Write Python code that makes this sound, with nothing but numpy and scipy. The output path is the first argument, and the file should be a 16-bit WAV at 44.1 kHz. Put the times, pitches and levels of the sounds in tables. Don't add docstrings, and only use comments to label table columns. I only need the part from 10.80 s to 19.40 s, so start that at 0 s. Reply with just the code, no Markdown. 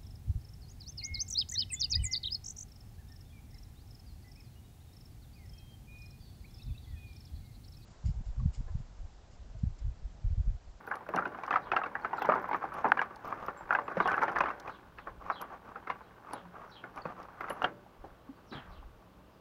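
import sys
import numpy as np
from scipy import signal
from scipy.fft import rfft, irfft
from scipy.io import wavfile
from scipy.ndimage import uniform_filter1d

SR = 44100
rng = np.random.default_rng(int(sys.argv[2]) if len(sys.argv) > 2 else 0)


def wrap_up_sound(samples):
    columns = np.atleast_2d(samples).T
    tamed = np.clip(columns, -1, 1)
    steps = np.round(tamed * 32767).astype(np.int16)
    wavfile.write(sys.argv[1], SR, steps)


N = 379304


def amp(db):
    return 10 ** (np.asarray(db) / 20)


def unit_rms(x):
    return x / np.sqrt(np.mean(x ** 2) + 1e-20)


def unit_peak(x):
    return x / np.sqrt(uniform_filter1d(x ** 2, size=88).max() + 1e-20)


def noise(size):
    return rng.standard_normal(size)


def decay(t, t60):
    return amp(-60 * t / t60)


def attack(t, rise_s):
    return 1 - np.exp(-t / rise_s)


def curve_at(points, hz):
    f, value = np.transpose(points)
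    return np.interp(np.log(hz + 1), np.log(f + 1), value)


def add(mix, s, sound):
    part = mix[max(round(s * SR), 0):][:len(sound)]
    part += sound[:len(part)]


def eq(x, points, size=2048):
    db = curve_at(points, abs(np.fft.fftfreq(size, 1 / SR)))
    log_gain = np.log(amp(np.maximum(db, -100)))
    taps = np.fft.ifft(np.exp(np.conj(signal.hilbert(log_gain)))).real
    return signal.fftconvolve(x, taps)[:len(x)]


def band(x, lo_hz, hi_hz, order=3):
    return signal.sosfilt(signal.butter(order, [lo_hz, hi_hz], "band", fs=SR, output="sos"), x)


def ringing(modes, t):
    hz, db, t60 = np.transpose(modes)[:, :, None]
    return amp(db) * decay(t, t60) * np.sin(2 * np.pi * hz * t)


def dying_noise(t60s, size=12288):
    hz, t, spectrum = signal.stft(noise(size), SR, nperseg=256)
    return signal.istft(spectrum * decay(t, curve_at(t60s, hz)[:, None]), SR, nperseg=256)[1][:size]


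# f/Hz, level/dB
AIR_EQ = [(18, -31), (30, 1), (69, 0.5), (188, -2), (362, -5), (662, -6), (735, -10), (1150, -8.5),
          (1570, -19.5), (2330, -22.5), (2660, -20.5), (7990, -36), (11800, -36.5), (14600, -33),
          (15800, -33.5)]
# f/Hz, level/dB
HUM_PARTIALS = [(60, -74), (119, -72.5), (183, -70)]
def yard_bed():
    hush = amp(-59.5) * unit_rms(eq(noise(N), AIR_EQ))
    hum = sum(amp(db) * unit_rms(band(noise(N), hz - 3, hz + 3, order=2)) for hz, db in HUM_PARTIALS)
    return hush + hum


# t/s, length/s, f/Hz, level/dB
HOOT_CUES = [(5.60, 0.14, 177, -50.5), (6.32, 0.1, 181, -53)]
def hoots():
    out = np.zeros(N)
    for s, length, hz, db in HOOT_CUES:
        t = np.arange(int(length * SR)) / SR
        add(out, s, amp(db) * np.sin(np.pi * t / length) * np.sin(2 * np.pi * hz * t))
    return out


# t/s, length/s, level/dB
PUFF_CUES = [(0.785, 0.21, -64), (2.8, 0.082, -60), (3.178, 0.19, -60), (3.52, 0.18, -59),
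             (3.985, 0.34, -66), (4.243, .26, -57), (7.14, 0.24, -57.5), (7.793, 0.41, -53)]
def wind():
    out = np.zeros(N)
    for s, length, db in PUFF_CUES:
        t = np.arange(int(length * SR)) / SR
        eddies = band(noise(SR), 17, 74.8)[-len(t):]
        add(out, s, amp(db) * unit_rms(np.sin(np.pi * t / length) * eddies))
    return out


def waver(size, smoothing, depth=0.0263):
    return 1 + depth * unit_rms(uniform_filter1d(noise(size), size=smoothing))


# t/s, length/s, f/Hz, level/dB
PEEP_AND_SQUEAK_CUES = [(1.212, 0.018, 4400, -65), (6.215, 0.013, 4500, -52.5), (7.55, .035, 4560, -75),
                        (8.52, 0.047, 4950, -77)]
def peeps_and_squeak():
    out = np.zeros(N)
    for s, length, hz, db in PEEP_AND_SQUEAK_CUES:
        t = np.arange(0, length, 1 / SR)
        pitch = hz * waver(SR, smoothing=60)[:len(t)]
        add(out, s, amp(db) * np.sin(np.pi * t / length) ** 2 * np.sin(2 * np.pi * np.cumsum(pitch) / SR))
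    return out


# t/s, f/Hz, level/dB
CALL_SHAPE = [(0, 5820, -34.5), (.04, 5380, -18), (.048, 3900, -8), (.077, 4000, -6), (.083, 3380, -7.5),
              (.107, 3230, -3.5), (.145, 2635, -17)]
# t/s, level/dB, rasp/0-1
CALL_CUES = [(.773, -60, 0.6), (1.326, -50.5, .4), (3.16, -50, .7), (3.851, -58.5, 1), (4.128, -64, 0.85),
             (4.477, -49, 0.14), (5.174, -68, 0.6), (5.479, -56, 0.8), (5.871, -49.5, .26),
             (7.665, -45.5, 0.3), (7.87, -59.5, 1)]
def bird_calls(rasp_hz=470):
    out, t = np.zeros(N), np.arange(0, CALL_SHAPE[-1][0], 1 / SR)
    shape_s, shape_hz, shape_db = np.transpose(CALL_SHAPE)
    lowpass = signal.butter(2, rasp_hz, fs=SR, output="sos")
    for s, db, rasp in CALL_CUES:
        pitch = np.interp(t, shape_s, shape_hz) * waver(len(t), smoothing=120)
        whistle = np.exp(2j * np.pi * np.cumsum(pitch) / SR)
        flutter = signal.sosfilt(lowpass, noise(len(t)) + 1j * noise(len(t)))
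        roughness = np.sqrt(1 - rasp) + np.sqrt(rasp) * flutter / np.std(flutter)
        add(out, s, amp(db + np.interp(t, shape_s, shape_db)) * (roughness * whistle).real)
    return out


def shed_reverb(x, wet_db=-5, t60=0.25):
    tail = dying_noise([(1000, t60), (8000, t60)])
    return x + amp(wet_db) * signal.oaconvolve(x, tail / np.linalg.norm(tail))[:N]


# t/s, level/dB, f/Hz, half-width/octaves, t60/s
THUD_CUES = [(1.49, -35, 227, 0.53, 0.23), (2.044, -41.5, 214, 0.31, 0.56), (3.171, -29, 167, .45, 0.18),
             (6.256, -34.5, 194, 0.47, 0.13), (7.062, -44.5, 680, .44, .039), (7.239, -37, 480, 1, 0.13),
             (7.49, -37.5, 278, 0.038, .058), (7.715, -36, 267, 0.63, 0.17), (7.721, -39, 1017, 0.92, 0.61),
             (7.749, -35, 129, 1.2, 0.19), (8.023, -46, 897, 0.39, 0.081)]
def thuds(rise_s=0.0042):
    out, t = np.zeros(N), np.arange(SR // 2) / SR
    f = np.fft.rfftfreq(len(t), 1 / SR) + 1
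    for s, db, hz, octaves, t60 in THUD_CUES:
        body = irfft(rfft(noise(len(t))) / (1 + (np.log2(f / hz) / octaves) ** 4), len(t))
        add(out, s, amp(db) * unit_peak(body * attack(t, rise_s) * decay(t, t60)))
    return out


# t/s, length/s, level/dB
RUB_CUES = [(1.92, 0.12, -38), (2.417, 0.13, -40.5), (2.53, 0.2, -44.5), (3.834, 0.098, -43.5),
            (4.393, .15, -45), (4.592, 0.048, -44), (4.658, 0.13, -49.5), (4.834, 0.11, -50.5),
            (5.43, 0.2, -47), (5.716, 0.19, -49), (6.141, 0.087, -46.5), (6.23, 0.12, -46),
            (6.347, 0.12, -47), (6.515, 0.43, -48), (7.829, 0.22, -60)]
# f/Hz, level/dB
GLOVE_EQ = [(100, -9), (400, -6), (800, 0.5), (1000, -1), (1180, 4.5), (1400, -5), (1750, -14), (2700, -21),
            (4000, -36), (6300, -36), (8000, -50)]
def gloves(catch_db=3):
    strokes = np.zeros(N)
    for s, length, db in RUB_CUES:
        add(strokes, s, amp(db) * np.sin(np.linspace(0, np.pi, int(length * SR))))
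    catch = amp(catch_db * unit_rms(band(noise(N), 5, 90, order=2)))
    return strokes * unit_rms(eq(noise(N) * catch, GLOVE_EQ))


# t/s, level/dB
FEED_FADER = [(0.0, -51), (0.36, -47), (0.53, -44), (1.05, -50), (1.48, -37), (2.11, -47), (2.25, -53),
              (2.97, -47), (3.09, -44), (3.35, -35.5), (3.52, -36), (3.69, -43), (4.0, -54), (4.24, -68),
              (4.62, -51), (5.39, -56), (6.8, -52.5), (6.95, -61.5), (7.4, -62.5), (8.6, -67)]
def slide_envelope(rise_s=0.0071, fall_s=0.031, scrape_db=-45, follow=0.46, reference_db=-37.5):
    t = np.arange(-.2, .3, 1 / SR)
    swell = np.exp(np.minimum(t / rise_s, -t / fall_s))
    power = amp(np.interp(np.arange(N) / SR, *np.transpose(FEED_FADER))) ** 2
    for s, db, *_ in KNOCK_CUES:
        scrape = amp(scrape_db + follow * (db - reference_db)) * swell
        before_start = max(-round((s + t[0]) * SR), 0)
        add(power, s + t[0], scrape[before_start:] ** 2)
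    return np.sqrt(power)


# f/Hz, level/dB, t60/s
BOARD_MODES = [(185.2, -8.5, 0.56), (227.6, -13.5, 0.22), (286, -7, 0.17), (374, -0.5, 0.04),
               (482, -7.5, 0.18), (526, 12, 0.092), (583, 2, 0.72), (690, -17.5, 0.048), (795, 8, 0.14),
               (789, 1, 0.11), (910, -20.5, 0.088), (995, -7, 0.11), (1140, 13.5, 0.13), (1185, -7, 0.063),
               (1350, -3, 0.23), (1490, -4.5, 0.085), (1513, -1, 0.06), (1700, -21, 0.077),
               (2034, 0.5, 0.091), (2240, -3.5, 0.034), (2770, -8, 0.14), (3220, -20, 0.021)]
# f/Hz, level/dB
WOOD_EQ = [(59, -60), (100, -14), (221, -10.5), (374, -5), (486, -4), (576, -7), (808, 0.5), (1500, -5),
           (1720, -8), (1960, -12.5), (2800, -25), (3140, -29), (4240, -34.5), (5840, -35.5), (9000, -60.5),
           (11700, -99), (19800, -120)]
# f/Hz, level/dB
RUST_EQ = [(1500, -21.5), (3000, -16), (5000, 7.5), (6500, 7.5), (8000, -9), (11000, 2.5), (15000, -23.5)]
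def chain_drag(slide, grains_per_s=700, grain_t60=0.023, boards_db=-19, rust_db=-35, spot_count=8):
    blows = amp(3 * np.minimum(rng.exponential(1, N), 3)) * (rng.random(N) < grains_per_s / SR)
    spots, t = rng.integers(0, spot_count, N), np.arange(SR // 10) / SR
    boards, grains = ringing(BOARD_MODES, t), np.zeros(N)
    for spot in range(spot_count):
        scuff = unit_rms(noise(len(t)) * decay(t, grain_t60))
        hollow = amp(boards_db) * unit_rms(noise(len(boards)) @ boards)
        grains += signal.oaconvolve(blows * (spots == spot), scuff + hollow)[:N]
    wood = unit_rms(band(eq(grains, WOOD_EQ), 81, 3600, order=2))
    flakes = signal.oaconvolve(blows * (spots == 0), noise(len(t)) * np.exp(-t / 0.0028))[:N]
    return (wood + amp(rust_db) * unit_rms(eq(flakes, RUST_EQ))) * slide


def chain_rattle(slide, per_s=6, over_slide_db=6, spread_db=2.5, centre_hz=1100, octaves=.35, tries=160):
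    cues, thud_db, crack_db = [], -27.5, -21
    for when, force, spot, chance in rng.random((tries, 4)):
        if chance < per_s * N / SR / tries:
            at = when * (N - 1)
            db = 20 * np.log10(slide[int(at)]) + over_slide_db + spread_db * (2 * force - 1)
            hz = centre_hz * 2 ** (octaves * (2 * spot - 1))
            cues.append((at / SR, db, hz, thud_db, crack_db))
    return knocks(cues)


# f/Hz, level/dB, t60/s
LINK_MODES = [(7400, 6.5, 0.236), (7500, -7, 0.059), (10480, -6, .06), (11500, 5, 0.044),
              (10930, 0.5, 0.28), (11900, 9.5, 0.02), (13340, 0.5, .05), (14260, -9.5, .05),
              (14450, -8, 0.019)]
# f/Hz, level/dB
TICK_EQ = [(1500, -49), (3000, 9), (5800, 14.5), (7500, -4.5), (11000, -7), (15000, -10)]
# t/s, level/dB, ring focus f/Hz, t60/s of the gloves' damping
CLINK_CUES = [(.068, -56, 14100, 0.099), (.085, -64, 11070, 0.081), (.155, -59.5, 10700, 0.045),
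              (.289, -61, 14200, 0.065), (.36, -53.5, 10400, 0.032), (.635, -74, 7500, 0.02),
              (.664, -73, 7500, 0.019), (0.706, -69, 7500, 0.02), (1.372, -63, 7750, 0.065),
              (1.388, -58, 14040, .1), (1.422, -51.5, 14300, 0.053), (1.456, -56, 14200, 0.045),
              (1.551, -65, 14200, .036), (1.615, -62, 14200, .12), (1.686, -59, 14100, 0.092),
              (1.765, -65, 14300, 0.12), (1.94, -56.5, 10740, 0.075), (2.086, -67, 10400, .03),
              (2.215, -63, 7400, 0.033), (2.359, -63.5, 10600, 0.032), (2.452, -59.5, 14300, 0.054),
              (2.475, -58, 14100, 0.11), (2.663, -57, 14000, 0.057), (2.771, -60, 7500, 0.62),
              (2.935, -60, 14200, 0.044), (3.035, -73, 7500, .6), (3.276, -55, 10800, 0.034),
              (3.286, -71, 7500, .5), (3.316, -65, 10500, 0.024), (3.432, -63.5, 10400, 0.021),
              (3.586, -64.5, 10500, 0.018), (3.608, -67, 10400, 0.016), (3.799, -69.5, 7500, 0.017),
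              (4.614, -44.5, 12000, 0.1), (5.533, -44.5, 10400, 0.071), (6.16, -64, 10500, 0.045),
              (6.175, -68, 10600, .04), (6.429, -71, 10400, .027), (6.606, -61, 14200, 0.065),
              (6.697, -46.5, 10000, 0.1), (6.702, -58, 14300, .1), (6.725, -57.5, 11300, .9),
              (6.827, -65, 10800, 0.029)]
def chain_clinks(focus_width_hz=450, tick_t60=0.016, detune=0.0037, contact_s=0.00081):
    out, t = np.zeros(N), np.arange(SR // 4) / SR
    mode_hz = np.transpose(LINK_MODES)[0]
    for s, db, hz, grip_t60 in CLINK_CUES:
        hardness_db = max(13.5 - 10.5 * np.log2(grip_t60 / 0.029), -11)
        weights = rng.uniform(.6, 1.3, len(mode_hz)) / (1 + ((mode_hz - hz) / focus_width_hz) ** 2)
        tick = eq(noise(len(t)) * attack(t, 0.00033) * decay(t, tick_t60), TICK_EQ)
        modes = weights @ ringing(LINK_MODES, t * (1 + detune * rng.standard_normal()))
        progress = t / (contact_s * amp(-.8 * hardness_db))
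        friction = progress * np.exp(-progress) * noise(len(t))
        ring = signal.fftconvolve(modes * decay(t, grip_t60), friction)[:len(t)]
        add(out, s, amp(db) * (unit_peak(ring) + amp(hardness_db - 1) * unit_peak(tick)))
    return out


# f/Hz, level/dB, t60/s
HOOK_MODES = [(591, -12, 0.11), (747, 11.5, 0.024), (1324, -11, 0.2), (1550, -9, 0.026), (2843, 0, 0.057),
              (3040, -9, 0.039)]
# t/s, level/dB
HOOK_CUES = [(6.8195, -29), (6.8425, -17), (6.8465, -26.5)]
def hook():
    out, t = np.zeros(N), np.arange(SR // 4) / SR
    clank = unit_peak(ringing(HOOK_MODES, t).sum(0) * attack(t, 0.00023))
    for s, db in HOOK_CUES:
        add(out, s, amp(db) * clank)
    return out


# f/Hz, t60/s
FENCE_DECAY = [(150, 1), (400, 0.47), (1000, 0.14), (2800, 0.23), (7000, 0.027)]
# t/s, level/dB, struck spot f/Hz, thud level/dB, crack level/dB
KNOCK_CUES = [(0.075, -36, 1490, -2, -19), (.113, -24, 1496, -36, -26), (.123, -39, 1010, -27, -25),
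              (0.154, -42, 770, -2, -9), (.289, -31, 613, -3, -14), (0.338, -26, 1060, -7, -23),
              (0.346, -25, 807, -5, -27), (0.363, -26.5, 701, -3.5, -12), (0.376, -25, 1390, -29, -19),
              (.386, -19.5, 1220, -23, -25), (.423, -27.5, 1400, -27, -27), (0.455, -25, 1490, -8, -16),
              (.587, -36.5, 756, -22, -17), (.635, -28, 1063, -27, -13), (0.679, -28, 1087, -21, -24),
              (0.708, -20, 1167, -16, -12.5), (.727, -25, 1700, -15, -16), (.739, -19, 965, -33, -17.5),
              (0.758, -16.5, 1260, -44, -15.5), (0.87, -34.5, 1000, -21, -25),
              (.917, -20, 1324, -11.5, -8.5), (.934, -21, 784, -25, -32), (.964, -18, 1323, -20.5, -9.5),
              (.986, -28, 712, -24, -22), (1.016, -26.5, 1260, -24, -37), (1.036, -27.5, 1065, -23, -8),
              (1.061, -30, 1430, -6.5, -14), (1.153, -23, 1636, -33, -25),
              (1.247, -22.5, 1310, -16.5, -17.5), (1.331, -25.5, 890, -18, -24),
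              (1.419, -23.5, 820, -9.5, -14.5), (1.449, -26.5, 877, -10, -20), (1.489, -15, 566, -7.5, -36),
              (1.496, -15.5, 1166, -18, -19.5), (1.52, -16.5, 1172, -22, -28),
              (1.538, -20.5, 1166, -18, -30), (1.556, -24.5, 890, -6, -39), (1.575, -29, 857, -9, -41),
              (1.712, -22, 840, -21, -20), (1.731, -22.5, 940, -11, -11.5), (1.745, -20, 1195, -14, -22),
              (1.84, -27.5, 760, -12, -22), (2.044, -16, 857, -13, -32), (2.053, -17.5, 872, -11.5, -27),
              (2.066, -24, 784, -18, -37), (2.119, -9, 1610, -35.5, -14), (2.173, -23.5, 1135, -33, -13),
              (2.192, -18.5, 1650, -33, -15), (2.215, -21.5, 1060, -25, -8), (2.307, -40.5, 1140, -6, -22),
              (2.525, -24.5, 1206, -22, -22), (2.683, -27, 1220, -8, -21), (2.907, -15, 1430, -43, -22),
              (2.926, -19.5, 1420, -39, -24), (2.95, -17, 1550, -26, -15), (2.987, -20.5, 1057, -18, -30),
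              (3.08, -29, 1140, -6.5, -14.5), (3.113, -32, 1170, -8, -20), (3.169, -24, 548, -5, -17),
              (3.202, -16.5, 1160, -10, -13.5), (3.257, -18.5, 1092, -10.5, -25),
              (3.275, -20.5, 1053, -19, -17), (3.285, -21, 1507, -30, -32), (3.316, -26.5, 1170, -15, -9.5),
              (3.342, -21, 1480, -26, -17.5), (3.379, -19.5, 1330, -33, -22.5),
              (3.418, -24.5, 974, -27, -8.5), (3.427, -18.5, 1343, -9.5, -34),
              (3.434, -19.5, 868, -24, -16), (3.48, -23.5, 806, -11, -11), (3.56, -23.5, 1216, -36, -10),
              (3.565, -24, 1755, -36, -18.5), (3.583, -25.5, 1120, -14, -17),
              (3.606, -16.5, 1015, -15.5, -10.5), (3.637, -24.5, 943, -12, -12.5),
              (3.658, -25.5, 1306, -27, -13), (3.685, -27, 1050, -25, -11.5),
              (3.703, -26.5, 1220, -18, -18), (3.877, -37.5, 1200, -13, -4), (4.185, -41.5, 1680, -18, -3),
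              (4.272, -31, 1150, -18, -27), (4.5, -20, 1160, -27, -20), (4.621, -34.5, 1000, -13, -22),
              (4.958, -33.5, 1340, -20, -22), (5.072, -34.5, 1290, -9, -7), (5.1, -24.5, 1030, -30, -8),
              (5.534, -29.5, 840, -7, -26), (6.039, -35, 1467, -6.5, -12), (6.176, -31, 1156, -27, -16),
              (6.254, -29.5, 516, -11, -17.5), (6.608, -29.5, 1375, -12, -8.5),
              (6.642, -32, 1303, -24, -22), (6.684, -37, 1250, -10, -5), (6.703, -28, 602, -4.5, -11),
              (6.819, -23, 1360, -16, -25), (6.844, -20, 1370, -11, -7.5)]
def knocks(cues, mid_hz=1100, upper_mode_hz=2412, hard_db=-15.5, detune=0.012):
    out, t = np.zeros(N), np.arange(12288) / SR
    boards, onset = ringing(BOARD_MODES, t), attack(t, 0.0001)
    for s, db, hz, thud_db, crack_db in cues:
        sustain = max(0.99 - 0.13 * max(db - hard_db, 0) - 0.11 * np.log2(hz / mid_hz), .2)
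        spot_t60, near_t60, contact_t60 = sustain * np.array([0.029, 0.1, 0.068])
        upper_hz = upper_mode_hz * (1 + 0.12 * rng.standard_normal())
        spot, upper = ringing([(hz, 0, spot_t60), (upper_hz, 0, spot_t60)], t)
        near = ringing([(hz * ratio, -13, near_t60) for ratio in rng.uniform(.9, 1.2, 2)], t)
        tone = amp(4) * unit_peak((spot + near[0] - near[1]) * onset)
        contact = amp(-2) * unit_peak(eq(noise(len(t)) * decay(t, contact_t60), WOOD_EQ))
        modes = noise(len(boards)) @ boards
        modes = np.interp(t * (1 + detune * rng.standard_normal()), t, modes)
        fence = eq(dying_noise(FENCE_DECAY), WOOD_EQ)
        tail = amp(-12) * unit_peak(fence) + amp(-13) * unit_peak(modes)
        blow = onset * (contact + sustain ** 2 * tail)
        low_cut_hz = 575 * (hz / mid_hz) ** 0.54
        body = unit_peak(band(blow + tone, low_cut_hz, 1930))
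        thud = amp(thud_db - 2) * unit_peak(band(blow, 140, 506))
        edge = unit_peak(band(blow, 1840, 4800, order=2)) + amp(1) * unit_peak(band(upper, 1800, 4100))
        crack = amp(crack_db) * unit_peak(band(edge, 1600, 19000))
        add(out, s, amp(db) * (body + thud + crack))
    return out


def scene():
    slide = slide_envelope()
    hits = amp(-3) * knocks(KNOCK_CUES) + amp(-4.5) * hook() + amp(-3) * chain_clinks()
    movement = amp(-4) * chain_drag(slide) + gloves() + amp(-4.5) * thuds()
    ambience = shed_reverb(bird_calls() + peeps_and_squeak()) + yard_bed() + hoots() + wind()
    return (ambience + movement + chain_rattle(slide) + hits)[None]


def record(dry, cutoff_hz=15850):
    lowpass = signal.firwin(511, cutoff_hz, window=("kaiser", 9), fs=SR)
    return signal.oaconvolve(dry, lowpass[None], "same")


dry = scene()
out = record(dry)
wrap_up_sound(out)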